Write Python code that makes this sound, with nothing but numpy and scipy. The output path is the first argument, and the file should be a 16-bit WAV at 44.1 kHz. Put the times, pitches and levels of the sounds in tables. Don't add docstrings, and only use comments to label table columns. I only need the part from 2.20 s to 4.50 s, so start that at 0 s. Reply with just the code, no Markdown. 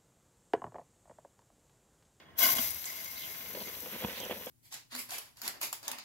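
import sys
import numpy as np
from scipy import signal
from scipy.fft import rfft, irfft
from scipy.io import wavfile

SR = 44100
rng = np.random.default_rng(int(sys.argv[2]) if len(sys.argv) > 2 else 0)


def file_out(sig):
    cols = np.atleast_2d(sig).T
    lim = np.clip(cols, -1, 1)
    pcm = np.round(lim * 32767).astype(np.int16)
    wavfile.write(sys.argv[1], SR, pcm)


N = 101429

# frequency in Hz, relative level in dB.
AIR_COLOUR = [(25, -30), (48, -23), (70, -1), (110, -3), (200, -2.5), (450, -7.5), (1200, -17), (2000, -7),
              (3000, -32), (6000, -45), (15000, -33)]
# time in seconds, level in dB.
RUMBLE_LEVEL = [(0, -72), (.45, -61.5), (.58, -61.5), (.72, -75), (.87, -63), (1.3, -70.5), (2.3, -67.5)]
# start in seconds, level in dB.
BIRD_CALLS = [(.925, -52.5), (1.924, -51)]
# seconds into the call, pitch in Hz, relative level in dB.
WHISTLE_ARCH = [(0, 2000, -8), (.018, 2800, -10), (.035, 3800, 1), (0.052, 4160, 3), (0.073, 3600, -2),
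                (.115, 3113, 7.5), (0.142, 2910, -2)]

# time in seconds, level in dB.
RUB_LEVEL = [(0, -62), (.06, -87), (.5, -74), (1.27, -64), (1.36, -50), (1.46, -51.5), (1.52, -58),
             (1.63, -57), (1.75, -50.5), (1.8, -52), (1.87, -49), (1.97, -54), (2.05, -49.5), (2.14, -53),
             (2.2, -57), (2.3, -56.5)]
RUSTLE_LEVEL = [(0, -55.5), (.06, -71.5), (.5, -65), (1.3, -53), (1.4, -54), (1.52, -54.5), (1.65, -57.5),
                (1.75, -47), (1.8, -50), (1.87, -46.5), (2.0, -48.5), (2.14, -46.5), (2.19, -56),
                (2.3, -54.5)]
# frequency in Hz, relative level in dB.
RUB_COLOUR = [(70, -7), (140, -13.5), (200, 3), (310, -6), (500, 3), (750, -9.5), (980, -5.5),
              (1200, -24.5), (3500, -33), (4600, -20.5), (9000, -70)]
RUSTLE_COLOUR = [(80, -22), (300, -8), (900, -6.5), (1300, -2), (1900, 2), (2600, 1.5), (3500, 1),
                 (4600, -8.5), (9000, -19.5)]
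BUMP_COLOUR = [(70, -39), (200, -3), (330, -1), (500, 4), (950, -3), (1300, -9.5), (2000, -11),
               (3400, -4.5), (4500, -61), (9000, -42)]
# start in seconds, level in dB, scuff decay in seconds,
# then the case's boom and knock in dB relative to that level.
BUMPS = [(1.348, -42, 0.007, -27, -9), (1.658, -39.5, 0.0089, -17, -0.5), (1.724, -43.5, 0.0028, -2, -9),
         (1.82, -39, 0.015, -7, -13), (1.838, -38, 0.0081, -4, -11), (1.846, -34.5, 0.0033, 6.5, -15),
         (2.032, -44.5, 0.016, -6, 3), (2.096, -37.5, 0.0094, -28, -0.5), (2.108, -33, 0.015, -19, -13),
         (2.267, -40.5, 0.012, -10, -0.5)]
# frequency in Hz, left minus right in dB.
HANDLING_PAN = [(200, 0), (900, 0), (2000, -10), (3500, -4), (8000, 1)]

# start in seconds, level in dB.
LEVER_TICKS = [(1.351, -45), (1.385, -46), (1.404, -39.5), (1.421, -42), (1.436, -46)]
# start in seconds, level in dB, pitch in Hz, decay in seconds.
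GULPS = [(0.332, -46.5, 130, 0.019), (.362, -43, 237, 0.0077), (0.391, -36, 245, 0.011)]
# frequency in Hz, relative level in dB.
TICK_COLOUR = [(1200, -30), (2800, 2), (3500, -4), (4300, 7), (5500, -4), (9000, -29)]
GURGLE_COLOUR = [(50, -51), (100, -3), (170, 3), (250, -10.5), (400, -3.5), (680, -1), (1100, -3),
                 (2000, -34)]
SPRAY_COLOUR = [(60, -52), (300, -22.5), (1500, -18.5), (3500, -13), (6000, -6.5), (8000, -17),
                (10000, -11), (11200, -5), (11800, -8), (12800, -4.5), (13800, -5), (15700, -1.5)]
FLOW_COLOUR = [(70, -21), (200, -5.5), (450, -12.5), (900, -3.5), (1250, -7.5), (1600, -5.5), (2500, -5.5),
               (3200, -6), (4400, -2.5), (6300, -4.5), (8000, -7.5), (12000, -15)]
# time in seconds, relative level in dB.
GURGLE_LEVEL = [(.31, -67), (.337, -44), (.36, -52), (.397, -46.5), (.42, -67), (.5, -97)]
SPRAY_LEVEL = [(.155, -102), (.172, -55.5), (.188, -29.5), (.228, -25.5), (.285, -29), (.338, -27.5),
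               (.347, -42), (.357, -34.5), (.41, -37.5), (.45, -33.5), (.5, -39), (.53, -45.5), (.7, -45),
               (.9, -47), (1.45, -47), (2.0, -49), (2.3, -51.5)]
FLOW_LEVEL = [(.155, -76), (.19, -39), (.225, -31.5), (.26, -31), (.3, -34.5), (.335, -37), (.347, -42),
              (.37, -35.5), (.46, -38), (.53, -45), (.63, -47.5), (.675, -43.5), (.73, -46), (.9, -49),
              (1.15, -48.5), (1.3, -55), (1.48, -49.5), (1.62, -51.5), (2.0, -49), (2.12, -55), (2.3, -51)]
HOSE_LEVEL = [(.155, -66.5), (.2, -39), (.23, -29), (.3, -34), (.345, -44.5), (.38, -33.5), (.46, -55.5),
              (.56, -60), (.8, -54), (1.2, -57), (1.6, -58)]
TAP_LEVEL = [(0, -67), (.08, -72.5), (.17, -77), (.21, -38.5), (.245, -27.5), (.31, -36.5), (.46, -44),
             (.53, -49.5), (.63, -63), (.675, -43), (.8, -50.5), (.88, -57), (1.0, -49), (1.2, -55),
             (1.37, -58), (1.48, -50.5), (1.57, -63.5), (2.3, -78)]
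# start in seconds, level in dB, decay in seconds, centre in Hz,
# half-width in octaves.
SPITS = [(0.354, -22, .002, 13000, 0.31), (0.368, -25, 0.0027, 12500, 0.99),
         (.507, -27.5, 0.0017, 10600, 0.36), (0.513, -31, 0.0018, 13500, 0.36),
         (0.546, -29, 0.0011, 12900, 0.82), (0.642, -36, 0.0038, 3500, 1.3),
         (0.655, -35.5, 0.0099, 7800, 0.48), (1.551, -40, 0.0027, 3280, 0.58),
         (1.604, -38, 0.0028, 10900, 1.4), (2.001, -34.5, 0.0023, 4750, 0.79),
         (2.051, -38, 0.0017, 6100, 0.35), (2.261, -35, 0.0014, 10500, 1.3)]
# frequency in Hz, width in Hz, relative level in dB.
GAP_MODES = [(11720, 96, -12), (12170, 620, -20), (12380, 230, -14.5), (13200, 300, -16)]
# frequency in Hz, left minus right in dB.
LEAK_PAN = [(1000, 26), (3300, 0), (5000, 1), (7000, -14), (9000, 9), (11500, 12), (13000, 24.5),
            (15500, 8)]
# frequency in Hz, width in Hz, relative level in dB, left minus right in dB.
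HOSE_MODES = [(255, 60, -12.5, 0), (662, 41, 2, -1.5), (1057, 19.3, 4.5, -5), (1512, 93, 1.5, -8),
              (2942, 51, 1, 3), (3310, 24, 1.5, 1)]
TAP_MODES = [(2071, 26, 3, 0.5), (2138, 17.4, 3, 7.5), (4710, 110, -2, -9), (5110, 67, -5, 12),
             (6580, 160, -1, -3)]
# frequency in Hz, gain in dB.
REFLECTION_NOTCH = [(4250, 0), (4480, -12), (4560, -12), (4680, 0)]

SPRAY_LIKENESS, FLOW_LIKENESS = 0.73, 0.53
TIME = np.arange(N) / SR
BIN_HZ = np.maximum(np.fft.rfftfreq(N, 1 / SR), 1)


def undb(db):
    return 10 ** (np.asarray(db) / 20)


def unit(x):
    return x / np.sqrt(np.mean(x ** 2))


def curve(rows):
    return undb(np.interp(TIME, *np.array(rows).T))


def by_hz(rows):
    hz, value = np.array(rows).T
    return np.interp(np.log(BIN_HZ), np.log(hz), value)


def colour(x, rows):
    return unit(irfft(rfft(x) * undb(by_hz(rows)), N))


def ring(x, hz, width):
    return unit(irfft(rfft(x) / (1 + 1j * (BIN_HZ ** 2 - hz ** 2) / (BIN_HZ * width)), N))


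def sides(pan_db):
    gains = undb(np.array([[1], [-1]]) * pan_db / 2)
    return gains / gains.mean(axis=0)


def place(x, pan_db, lag_s):
    delay = np.exp(-1j * np.pi * BIN_HZ * lag_s * np.array([[1], [-1]]))
    return irfft(rfft(x) * sides(pan_db) * delay, N)


def pair(likeness):
    shared = np.sqrt(likeness) * rng.standard_normal(N)
    return shared + np.sqrt(1 - likeness) * rng.standard_normal((2, N))


def flutter(rate_hz, depth_db):
    wander = irfft(rfft(rng.standard_normal(N)) / (1 + (BIN_HZ / rate_hz) ** 4), N)
    return undb(depth_db * unit(wander))


def grains(per_s, spread_db):
    size = undb(spread_db * np.minimum(rng.exponential(size=N), 5))
    hits = rng.random(N) < per_s / SR
    return unit(hits * size * np.sign(rng.standard_normal(N)))


def blow(start, attack_s, decay_s):
    age = np.maximum(TIME - start, 0)
    return np.minimum(age / attack_s, 1) * np.exp(-np.maximum(age - attack_s, 0) / decay_s)


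def thud(start, hz, decay_s):
    return np.sqrt(2) * np.sin(2 * np.pi * hz * (TIME - start)) * blow(start, 0.001, decay_s)


def outdoors():
    rumble = ring(ring(pair(0.47), hz=77, width=30), hz=77, width=30)
    air = colour(pair(0.61), AIR_COLOUR) * flutter(rate_hz=3.4, depth_db=1.6)
    return undb(-60.5) * air + curve(RUMBLE_LEVEL) * rumble


def bird():
    arch_s, arch_hz, arch_db = np.array(WHISTLE_ARCH).T
    song = 0
    for start, level_db in BIRD_CALLS:
        age = TIME - start
        pitch = np.interp(age, arch_s, arch_hz) * flutter(rate_hz=260, depth_db=0.86)
        gain = undb(level_db + np.interp(age, arch_s, arch_db, left=-120, right=-120))
        song = song + gain * np.sin(2 * np.pi * np.cumsum(pitch) / SR)
    reflections = 0.7 * unit(rng.standard_normal((2, N)) * blow(0, 0.002, 0.014)) / np.sqrt(N)
    echo = signal.fftconvolve(song[None], reflections, axes=1)[:, :N]
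    return sides(pan_db=-8) * (song + echo)


def handling():
    rub = colour(pair(0.86) + 0.55 * grains(500, spread_db=5), RUB_COLOUR)
    rub *= curve(RUB_LEVEL) * flutter(rate_hz=38, depth_db=4)
    rustle = colour(pair(0.48) + 0.65 * grains(700, spread_db=4), RUSTLE_COLOUR)
    rustle *= curve(RUSTLE_LEVEL) * flutter(rate_hz=32, depth_db=2.5)
    scuff = colour(pair(0.84), BUMP_COLOUR)
    bumps = 0
    for start, db, decay_s, boom_db, knock_db in BUMPS:
        boom = undb(boom_db) * thud(start, hz=198, decay_s=0.0054)
        knock = undb(knock_db) * thud(start, hz=505.5, decay_s=0.013)
        bumps = bumps + undb(db) * (scuff * blow(start, 0.0015, decay_s) + boom + knock)
    return place(rub + rustle + bumps, by_hz(HANDLING_PAN), lag_s=-0.000085)


def lever():
    envelope = sum(undb(db) * blow(start, 0.00027, decay_s=0.0039) for start, db in LEVER_TICKS)
    return place(colour(pair(0.99), TICK_COLOUR) * envelope, pan_db=-3, lag_s=-0.00029)


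def gurgle():
    churn = colour(grains(500, spread_db=-6) + 0.76 * pair(0.89), GURGLE_COLOUR)
    gulps = sum(undb(db) * thud(start, hz, decay_s) for start, db, hz, decay_s in GULPS)
    return churn * curve(GURGLE_LEVEL) + gulps


def spits():
    spectrum = rfft(pair(SPRAY_LIKENESS))
    pops = 0
    for start, db, decay_s, hz, octaves in SPITS:
        band = 1 / (1 + (np.log2(BIN_HZ / hz) / octaves) ** 4)
        pops = pops + undb(db) * blow(start, 0.0003, decay_s) * unit(irfft(spectrum * band, N))
    return pops


def sputter(per_s=43, depth=0.13):
    kicks = (rng.random(N) < per_s / SR) * rng.uniform(0.17, 2.6, N)
    surges = signal.fftconvolve(kicks, blow(0, 0.0002, decay_s=0.0075))[:N]
    return unit(1 + depth * surges)


def spray(drop_share=0.3, gain_db=4):
    jet = np.sqrt(1 - drop_share) * pair(SPRAY_LIKENESS)
    jet += np.sqrt(drop_share) * grains(per_s=1200, spread_db=2.5)
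    gap = sum(undb(db) * ring(jet, hz, width) for hz, width, db in GAP_MODES)
    hiss = unit(colour(jet, SPRAY_COLOUR) + gap)
    return hiss * curve(SPRAY_LEVEL) * undb(gain_db) * flutter(rate_hz=36, depth_db=-0.93) * sputter()


def ringing(modes):
    drive = pair(FLOW_LIKENESS) + 0.27 * grains(1800, spread_db=3)
    drive *= flutter(rate_hz=84, depth_db=4.55)
    rings = 0
    for hz, width, db, pan_db in modes:
        mode = ring(ring(drive, hz, width), hz, hz / 4)
        rings = rings + undb(db) * sides(pan_db) * mode
    return place(unit(rings), pan_db=0.5, lag_s=-0.000377)


def valve(turbulence_db=-2):
    rush = colour(pair(FLOW_LIKENESS) + 0.32 * grains(1500, spread_db=5), FLOW_COLOUR)
    turbulence = undb(turbulence_db) * place(rush, pan_db=-2, lag_s=-0.0003296)
    hose = ringing(HOSE_MODES) * curve(HOSE_LEVEL)
    tap_body = ringing(TAP_MODES) * curve(TAP_LEVEL)
    return turbulence * curve(FLOW_LEVEL) + hose + tap_body


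def scene():
    leak = place(spray() + spits(), by_hz(LEAK_PAN), lag_s=-0.000503)
    tap = irfft(rfft(leak + valve()) * undb(by_hz(REFLECTION_NOTCH)), N)
    return tap + lever() + gurgle() + handling() + bird() + outdoors()


def record(dry):
    low_cut = signal.butter(4, 55, "high", fs=SR, output="sos")
    high_cut = signal.ellip(12, 0.2, 75, 15700, fs=SR, output="sos")
    return signal.sosfilt(high_cut, signal.sosfilt(low_cut, dry))


dry = scene()
out = record(dry)
file_out(out)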